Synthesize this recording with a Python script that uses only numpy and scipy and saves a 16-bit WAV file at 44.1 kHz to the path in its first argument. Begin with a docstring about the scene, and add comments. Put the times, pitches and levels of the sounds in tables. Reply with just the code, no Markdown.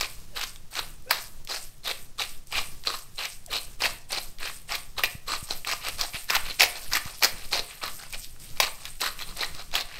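"""The burr of a hand-twisted pepper mill crunches at once, over a low kitchen rumble.
Its short turns, about three a second and later about six, are cracks ringing in the mill body.
Loose corns rattle and tick as fine noise grains in a resonant tube; splitting corns are decaying bursts.
The shaft squeaks by stick-slip, the hand now and then thumps, and sparse echoes ring briefly."""
import sys
import numpy as np
from scipy import signal
from scipy.fft import rfft, irfft, next_fast_len
from scipy.io import wavfile
from scipy.ndimage import uniform_filter1d

SR = 44100
rng = np.random.default_rng(int(sys.argv[2]) if len(sys.argv) > 2 else 0)


def to_wav(sig):
    """Store sig (one row per channel, or 1-D mono) as 16-bit WAV at the path in sys.argv[1].

    Samples outside -1..1 are clipped; the rate is SR.
    """
    pcm = np.clip(np.atleast_2d(sig), -1, 1) * 32767
    pcm = np.round(pcm).astype(np.int16)
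    wavfile.write(sys.argv[1], SR, pcm.T)  # frames by channels


def invert_db(x):
    """Field ratio 10**(x/20) for x, a level in decibels (scalar or array-like)."""
    u = np.asarray(x, float) / 20
    return 10 ** u


N = 440559  # length in samples

# rumble and air of the kitchen: (frequency [Hz], relative spectral level [dB])
RUMBLE_SPECTRUM = [(2, -2.5), (8, 4.5), (17, -1), (30, -16), (50, -22.5), (150, -26.5), (240, -36.5),
                   (600, -44), (2000, -47.5), (6000, -46), (16000, -54)]
# turns of the burr, forward and back:
# (start [s], length [s], body level at the start [dB], body level at the end [dB], favoured pitch [Hz])
BURR_TURNS = [(0.0, 0.056, -34, -32.5, 3870), (0.367, 0.073, -34, -31, 2920),
              (0.726, 0.065, -44.5, -26, 1390), (1.114, 0.079, -26, -36.5, 4000),
              (1.498, 0.083, -28.5, -34.5, 4920), (1.853, 0.06, -33, -28, 3450),
              (2.199, 0.047, -24, -32.5, 3480), (2.528, 0.066, -31, -24.5, 2550),
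              (2.864, 0.082, -31, -32.5, 4130), (3.191, 0.074, -31, -33.5, 2720),
              (3.516, 0.054, -35, -29.5, 2680), (3.811, 0.048, -33.5, -22, 2530),
              (4.108, 0.072, -34.5, -31.5, 4060), (4.409, 0.093, -33.5, -36.5, 1730),
              (4.695, 0.053, -37, -27, 2120), (4.986, 0.017, -27, -31.5, 1070),
              (5.048, 0.0099, -22.5, -34, 2340), (5.284, 0.077, -28.5, -32, 4370),
              (5.482, 0.039, -43.5, -29, 5340), (5.673, 0.061, -28.5, -29, 4970),
              (5.814, 0.076, -42, -29.5, 2390), (5.993, 0.05, -28.5, -29, 3800),
              (6.139, 0.024, -37.5, -26.5, 2320), (6.297, 0.062, -31, -24.5, 1570),
              (6.45, 0.065, -42.5, -39.5, 2400), (6.607, 0.052, -16.5, -25.5, 5270),
              (6.746, 0.047, -41, -41.5, 2450), (6.819, 0.039, -48, -44, 4710),
              (6.923, 0.045, -30, -25, 4350), (7.054, 0.095, -40.5, -46, 4850),
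              (7.226, 0.022, -27, -18.5, 4730), (7.365, 0.088, -46, -44, 2150),
              (7.53, 0.063, -26.5, -27.5, 4200), (7.692, 0.13, -42.5, -56, 2050),
              (7.834, 0.063, -27, -40.5, 1130), (7.995, 0.071, -44.5, -47, 1430),
              (8.139, 0.014, -29.5, -36.5, 3980), (8.574, 0.019, -36.5, -53, 4070),
              (8.624, 0.055, -25, -32, 3930), (8.788, 0.092, -55, -40, 3750),
              (9.015, 0.06, -27, -24.5, 3920), (9.181, 0.041, -52, -31, 3400),
              (9.275, 0.035, -47, -42.5, 1140), (9.365, 0.071, -40.5, -25.5, 2060),
              (9.544, 0.069, -52, -39.5, 1230), (9.742, 0.075, -27, -34.5, 3640),
              (9.891, 0.14, -49.5, -42, 1940)]
# resonances of the mill body under the burr: (frequency [Hz], width [Hz], relative level [dB])
BODY_MODES = [(494, 265, -8), (765, 250, -3), (1185, 157, -1), (1725, 820, -5.5), (2505, 630, -2),
              (4110, 380, 1.8), (4830, 1020, -4.5), (7940, 120, -8.5), (13270, 530, -13.5)]
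# base level of the rattle under a faint turn, as the mill is tilted and carried: (time [s], level [dB])
LOOSE_CORN_LEVEL = [(0, -46.5), (1, -45.5), (2, -45), (3, -45.5), (4, -42.5), (5, -48.5), (6, -44.5),
                    (7, -44.5), (8, -47.5), (9, -46), (10, -57.5)]
# the hand shifts its grip between turns and the corns slide: (start [s], length [s], base level [dB])
GRIP_SHIFTS = [(0.26, 0.024, -78), (1.04, 0.014, -56.5), (2.468, 0.015, -55), (2.70, 0.14, -54.5),
               (3.143, 0.016, -49.5), (5.367, 0.018, -39), (8.23, 0.01, -43.5), (8.399, 0.06, -43)]
# resonances of the hollow tube under loose corns: (frequency [Hz], width [Hz], relative level [dB])
TUBE_MODES = [(2720, 2000, -5.5), (5100, 1450, -1), (8560, 1020, 2), (10200, 720, -3.5),
              (12700, 1660, -2.5), (14500, 1040, -19.5)]
# decay of the kitchen's echoes: (frequency [Hz], time to fall by 60 dB [s])
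KITCHEN_DECAY = [(300, 0.55), (2000, 0.39), (6000, 0.24), (14000, 0.3)]
# peppercorns that split or click: (time [s], peak level [dB], main pitch [Hz])
CORN_SPLITS = [(0.01, -6, 4320), (0.413, -14, 3380), (0.437, -16, 4300), (0.56, -28, 3360),
               (0.754, -18, 3880), (0.797, -17, 1400), (1.109, -1.5, 1220), (1.474, -23, 3780),
               (1.877, -13, 2520), (2.184, -25, 4160), (2.2, -20, 2760), (2.222, -17, 3500),
               (2.525, -19, 2470), (2.838, -27, 4150), (3.254, -14.5, 4120), (3.53, -13, 3120),
               (3.837, -12, 2740), (3.857, -14, 2680), (4.386, -28, 3870), (4.754, -12, 3260),
               (4.995, -17.5, 1150), (5.036, -2, 2160), (5.515, -33, 5460), (5.648, -18, 2600),
               (5.683, -23, 2480), (5.714, -15, 2360), (5.994, -19, 4300), (6.012, -8, 4370),
               (6.3, -11, 2670), (6.304, -6, 3970), (6.335, -22, 3580), (6.355, -5.5, 3860),
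               (6.365, -7.5, 2600), (6.464, -26, 3500), (6.508, -31, 2270), (6.597, -6, 4740),
               (6.618, 0, 3940), (6.632, -0.5, 2200), (6.934, -6, 5000), (7.225, -9, 2780),
               (7.234, 0.5, 4130), (7.245, 0.5, 4700), (7.514, -26, 4170), (7.838, -24, 1080),
               (7.879, -17, 2250), (8.146, -22, 2550), (8.363, -40, 1490), (8.601, 2.5, 3900),
               (8.854, -17, 3580), (9.004, -22.5, 3000), (9.016, -8, 4220), (9.191, -23, 3380),
               (9.429, -15, 1840), (9.549, -24, 3950), (9.715, -29, 3360), (9.754, -6, 3430),
               (9.809, -13.5, 4300)]
# the shaft squeaks as it takes load:
# (start [s], length [s], first frequency [Hz], last frequency [Hz], nominal level [dB])
SHAFT_SQUEAKS = [(0.328, 0.036, 638, 450, -53), (1.059, 0.055, 497, 536, -44.5),
                 (3.473, 0.04, 762, 400, -46.5)]
# single loose corns that tick against the tube wall, thin and bright: (time [s], peak level [dB])
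CORN_TICKS = [(0.7133, -42), (1.0224, -43), (1.3349, -42), (1.4484, -33), (1.7809, -43), (2.471, -35.5),
              (3.462, -28), (4.12, -19), (4.6942, -50), (5.6735, -24), (5.885, -20), (7.5248, -29),
              (8.126, -26.5), (8.3998, -39), (9.0083, -18), (9.3711, -24), (9.4115, -28)]
# dull thumps through counter and stand: (time [s], peak level [dB])
HAND_THUMPS = [(5.151, -28), (5.427, -29.5), (6.144, -31), (6.484, -38), (7.057, -28.5), (7.340, -35)]


def evened(x):
    """Normalization: scales a signal to an rms of 1."""
    return x / np.sqrt(np.mean(x ** 2) + 1e-20)


def spectrum_at(points, hz):
    """Interpolation: reads a spectrum table on a log-frequency axis."""
    f, value = np.transpose(points)
    return np.interp(np.log(hz + 1), np.log(f + 1), value)


def add(mix, s, sound):
    """Superposition: adds a sound to the mix at time s."""
    part = mix[round(s * SR):][:len(sound)]
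    part += sound[:len(part)]


def span(s, length, lead, after):
    """Time base: the first sample around an event, and the times relative to its start."""
    first = max(round((s - lead) * SR), 0)
    last = min(round((s + length + after) * SR), N)
    return first, np.arange(first, last) / SR - s


def ring(x, modes):
    """Modal resonance: parallel band-pass filters, neighbours in opposite sign."""
    out = np.zeros(len(x))
    for k, (hz, width, db) in enumerate(modes):
        b, a = signal.iirpeak(min(hz, .45 * SR), hz / width, SR)
        out += (-1) ** k * invert_db(db) * signal.lfilter(b, a, x)
    return out


def lumps(depth_db, size):
    """Random amplitude modulation: a gain that wanders over about size samples."""
    wander = evened(uniform_filter1d(rng.standard_normal(N), size=size))
    return evened(invert_db(depth_db * wander))


def grit(per_s, spread_db, burst_s, smooth):
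    """Granular friction: random short noise bursts over a share of smooth rubbing noise."""
    happens = rng.random(N) < per_s / SR
    size = invert_db(spread_db * np.minimum(rng.exponential(size=N), 3)) * happens
    keep = np.exp(-1 / (burst_s * SR))
    envelope = signal.lfilter([1], [1, -keep], size) + 2.1 * size  # a sharp front
    bursts = evened(envelope * rng.standard_normal(N))
    return np.sqrt(1 - smooth) * bursts + np.sqrt(smooth) * rng.standard_normal(N)


def rumble():
    """Broadband room noise: shaped noise that wavers, strongest below the range of hearing."""
    size = next_fast_len(N)
    hz = np.fft.rfftfreq(size, 1 / SR)
    shaped = rfft(rng.standard_normal(size)) * invert_db(spectrum_at(RUMBLE_SPECTRUM, hz))
    noise = evened(irfft(shaped, size)[:N])
    return invert_db(-37) * lumps(depth_db=2.9, size=5000) * noise


def crunch():
    """Brittle fracture: the burr breaks shell fragments, and each strikes only some body modes."""
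    groups = 5
    cracks = [grit(per_s=170, spread_db=2.5, burst_s=0.0014, smooth=0.16) for _ in range(groups)]
    shared = grit(per_s=130, spread_db=3.0, burst_s=0.0017, smooth=0.37)
    body = np.zeros(N)
    for k, crack in enumerate(cracks):
        # the load comes in lumps as corns enter and leave the burr, so the colour keeps shifting
        load = lumps(depth_db=2.5, size=600) * lumps(depth_db=3.0, size=6000)
        body += ring((crack + 0.32 * shared) * load, BODY_MODES[k::groups])
    body = evened(body)

    out, lead, after = np.zeros(N), .02, .12  # margins in s
    for s, length, start_db, end_db, hz in BURR_TURNS:
        first, t = span(s, length, lead, after)
        here = slice(first, first + len(t))
        # the grip bites quickly, moves to its end level, and lets go more slowly
        level_db = np.interp(t, [-lead, 0, length, length + 0.022, length + after],
                             [start_db - 23.5, start_db, end_db, end_db - 15.5, end_db - 43])
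        favoured = evened(ring(shared[here], [(hz, 0.22 * hz, 0)]))
        add(out, first / SR, invert_db(level_db) * (body[here] + invert_db(-7.5) * favoured))
    return out


def shakes():
    """Force coupling: each burr turn or grip shift shakes the corns: (start [s], length [s], base level [dB])."""
    early_s, settle_s = 0.011, 0.057  # corns start before the turn bites and outlast it
    shake_share, faint_turn_db = 0.22, -42  # the rattle follows a share of the turn's force
    s, length, start_db, end_db, _ = np.transpose(BURR_TURNS)
    force_db = np.maximum(start_db, end_db) - faint_turn_db
    db = np.interp(s, *np.transpose(LOOSE_CORN_LEVEL)) + shake_share * force_db
    return list(zip(np.maximum(s - early_s, 0), length + settle_s, db)) + GRIP_SHIFTS


def rattle():
    """Granular impact: loose corns and grounds tick brightly in the tube, start with a jolt and settle."""
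    power, lead, after = np.zeros(N), .012, .15  # margins in s
    for s, length, db in shakes():
        first, t = span(s, length, lead, after)
        swell_db = np.interp(t, [-lead, 0, length, length + after], [-23, -5.5, -0.5, -23.0])
        add(power, first / SR, invert_db(db + swell_db) ** 2)
    grains = grit(per_s=580, spread_db=0.0, burst_s=0.00013, smooth=0.56)
    heap = np.zeros(N)
    for k, mode in enumerate(TUBE_MODES):
        # the heap moves about, so each resonance swells and fades on its own
        heap += (-1) ** k * lumps(depth_db=2.54, size=1500) * ring(grains, [mode])
    thin = signal.butter(2, 1800, "high", fs=SR, output="sos")  # small grains carry little bass
    return np.sqrt(power) * evened(signal.sosfilt(thin, heap))


def kitchen(x):
    """Reverberation: sparse echoes of random sign, each band dying at its own speed."""
    taps = np.zeros(SR // 2)
    gap = 22  # samples; one echo falls at random in each gap
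    at = np.arange(88, len(taps) - gap, gap)
    taps[at + rng.integers(0, gap, size=len(at))] = rng.choice([-1., 1.], size=len(at))
    hz, t, z = signal.stft(taps, SR, nperseg=256)
    decay = invert_db(-60 * t / spectrum_at(KITCHEN_DECAY, hz)[:, None])
    tail = signal.istft(z * decay, SR, nperseg=256)[1]
    return signal.fftconvolve(x, tail / np.linalg.norm(tail))[:N]


def splits():
    """Impulsive excitation: each corn gives way in milliseconds; its place in the burr favours one pitch."""
    out, t = np.zeros(N), np.arange(1300) / SR
    for s, peak_db, hz in CORN_SPLITS:
        # the shell fails at one instant, then crumbles, a big one for longer
        crumble = np.exp(-t / (0.0051 * invert_db(0.39 * peak_db))) + 0.12 * np.exp(-t / 0.011)
        snap = rng.standard_normal(len(t)) * crumble
        snap[0] = 6.6
        # each place excites the modes unevenly; a small corn hardly stirs them
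        spot_db = 2.7 * rng.standard_normal(len(BODY_MODES)) + 0.39 * peak_db
        sound = ring(snap, [(f, width, db + d) for (f, width, db), d in zip(BODY_MODES, spot_db)])
        sound += ring(snap, [(hz, 0.34 * hz, 1.5)])
        sound += invert_db(-16.5 + 0.31 * peak_db) * np.diff(snap, prepend=0)  # a big one cracks wide
        add(out, s, invert_db(peak_db) * sound / abs(sound).max())
    return out


def squeaks():
    """Stick-slip: a gliding shaft tone whose partials, the odd ones strong, grow as the load rises."""
    out = np.zeros(N)
    for s, length, first_hz, last_hz, db in SHAFT_SQUEAKS:
        u = np.linspace(0, 1, round(length * SR))
        wobble = 1 + .02 * evened(uniform_filter1d(rng.standard_normal(3000), size=200))[:len(u)]
        phase = 2 * np.pi * np.cumsum(wobble * (first_hz + (last_hz - first_hz) * u)) / SR
        partials = .12 * np.sin(2 * phase) + .8 * np.sin(3 * phase)
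        partials += .25 * np.sin(4 * phase) + .7 * np.sin(5 * phase)
        tone = np.sin(phase) + u * partials
        # the grip falters
        catch = 1 + 0.41 * evened(uniform_filter1d(rng.standard_normal(3000), size=120))[:len(u)]
        add(out, s, invert_db(db) * catch * tone * np.sqrt(np.sin(np.pi * u).clip(0)))
    return out


def ticks():
    """Wall impact: a hard little knock of a millisecond or two in the tube, with little bass."""
    out, t = np.zeros(N), np.arange(500) / SR
    thin = signal.butter(2, 5000, "high", fs=SR, output="sos")
    for s, peak_db in CORN_TICKS:
        strike = rng.standard_normal(len(t)) * np.exp(-t / 0.002)
        knock = signal.sosfilt(thin, ring(strike, TUBE_MODES))
        add(out, s, invert_db(peak_db) * knock / abs(knock).max())
    return out


def thumps():
    """Heavily damped oscillation: one soft low cycle for each thump."""
    out, t = np.zeros(N), np.arange(1500) / SR
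    push = np.sin(2 * np.pi * 110 * t) * t * np.exp(-t / 0.002)
    for s, peak_db in HAND_THUMPS:
        add(out, s, -invert_db(peak_db) * push / abs(push).max())
    return out


def scene():
    """Superposition of the mill, its echo in the kitchen, thumps and rumble."""
    mill = crunch() + rattle() + splits() + squeaks() + ticks()
    return (mill + invert_db(-11.5) * kitchen(mill) + thumps() + rumble())[None]


def top_cut(x):
    """Nothing passes above the cut-off."""
    return signal.sosfilt(signal.butter(12, 16970, fs=SR, output="sos"), x)


def record(dry):
    """Saturation and band limiting: rounds off the highest peaks and ends steeply at the top."""
    soft = .9 * np.tanh(dry / .9)
    top = signal.ellip(8, .5, 30, 15750, fs=SR, output="sos")  # low-pass: ripple and stop band in dB, edge in Hz
    mix = signal.sosfilt(top, soft)
    return top_cut(mix)


dry = scene()
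out = record(dry)
to_wav(out)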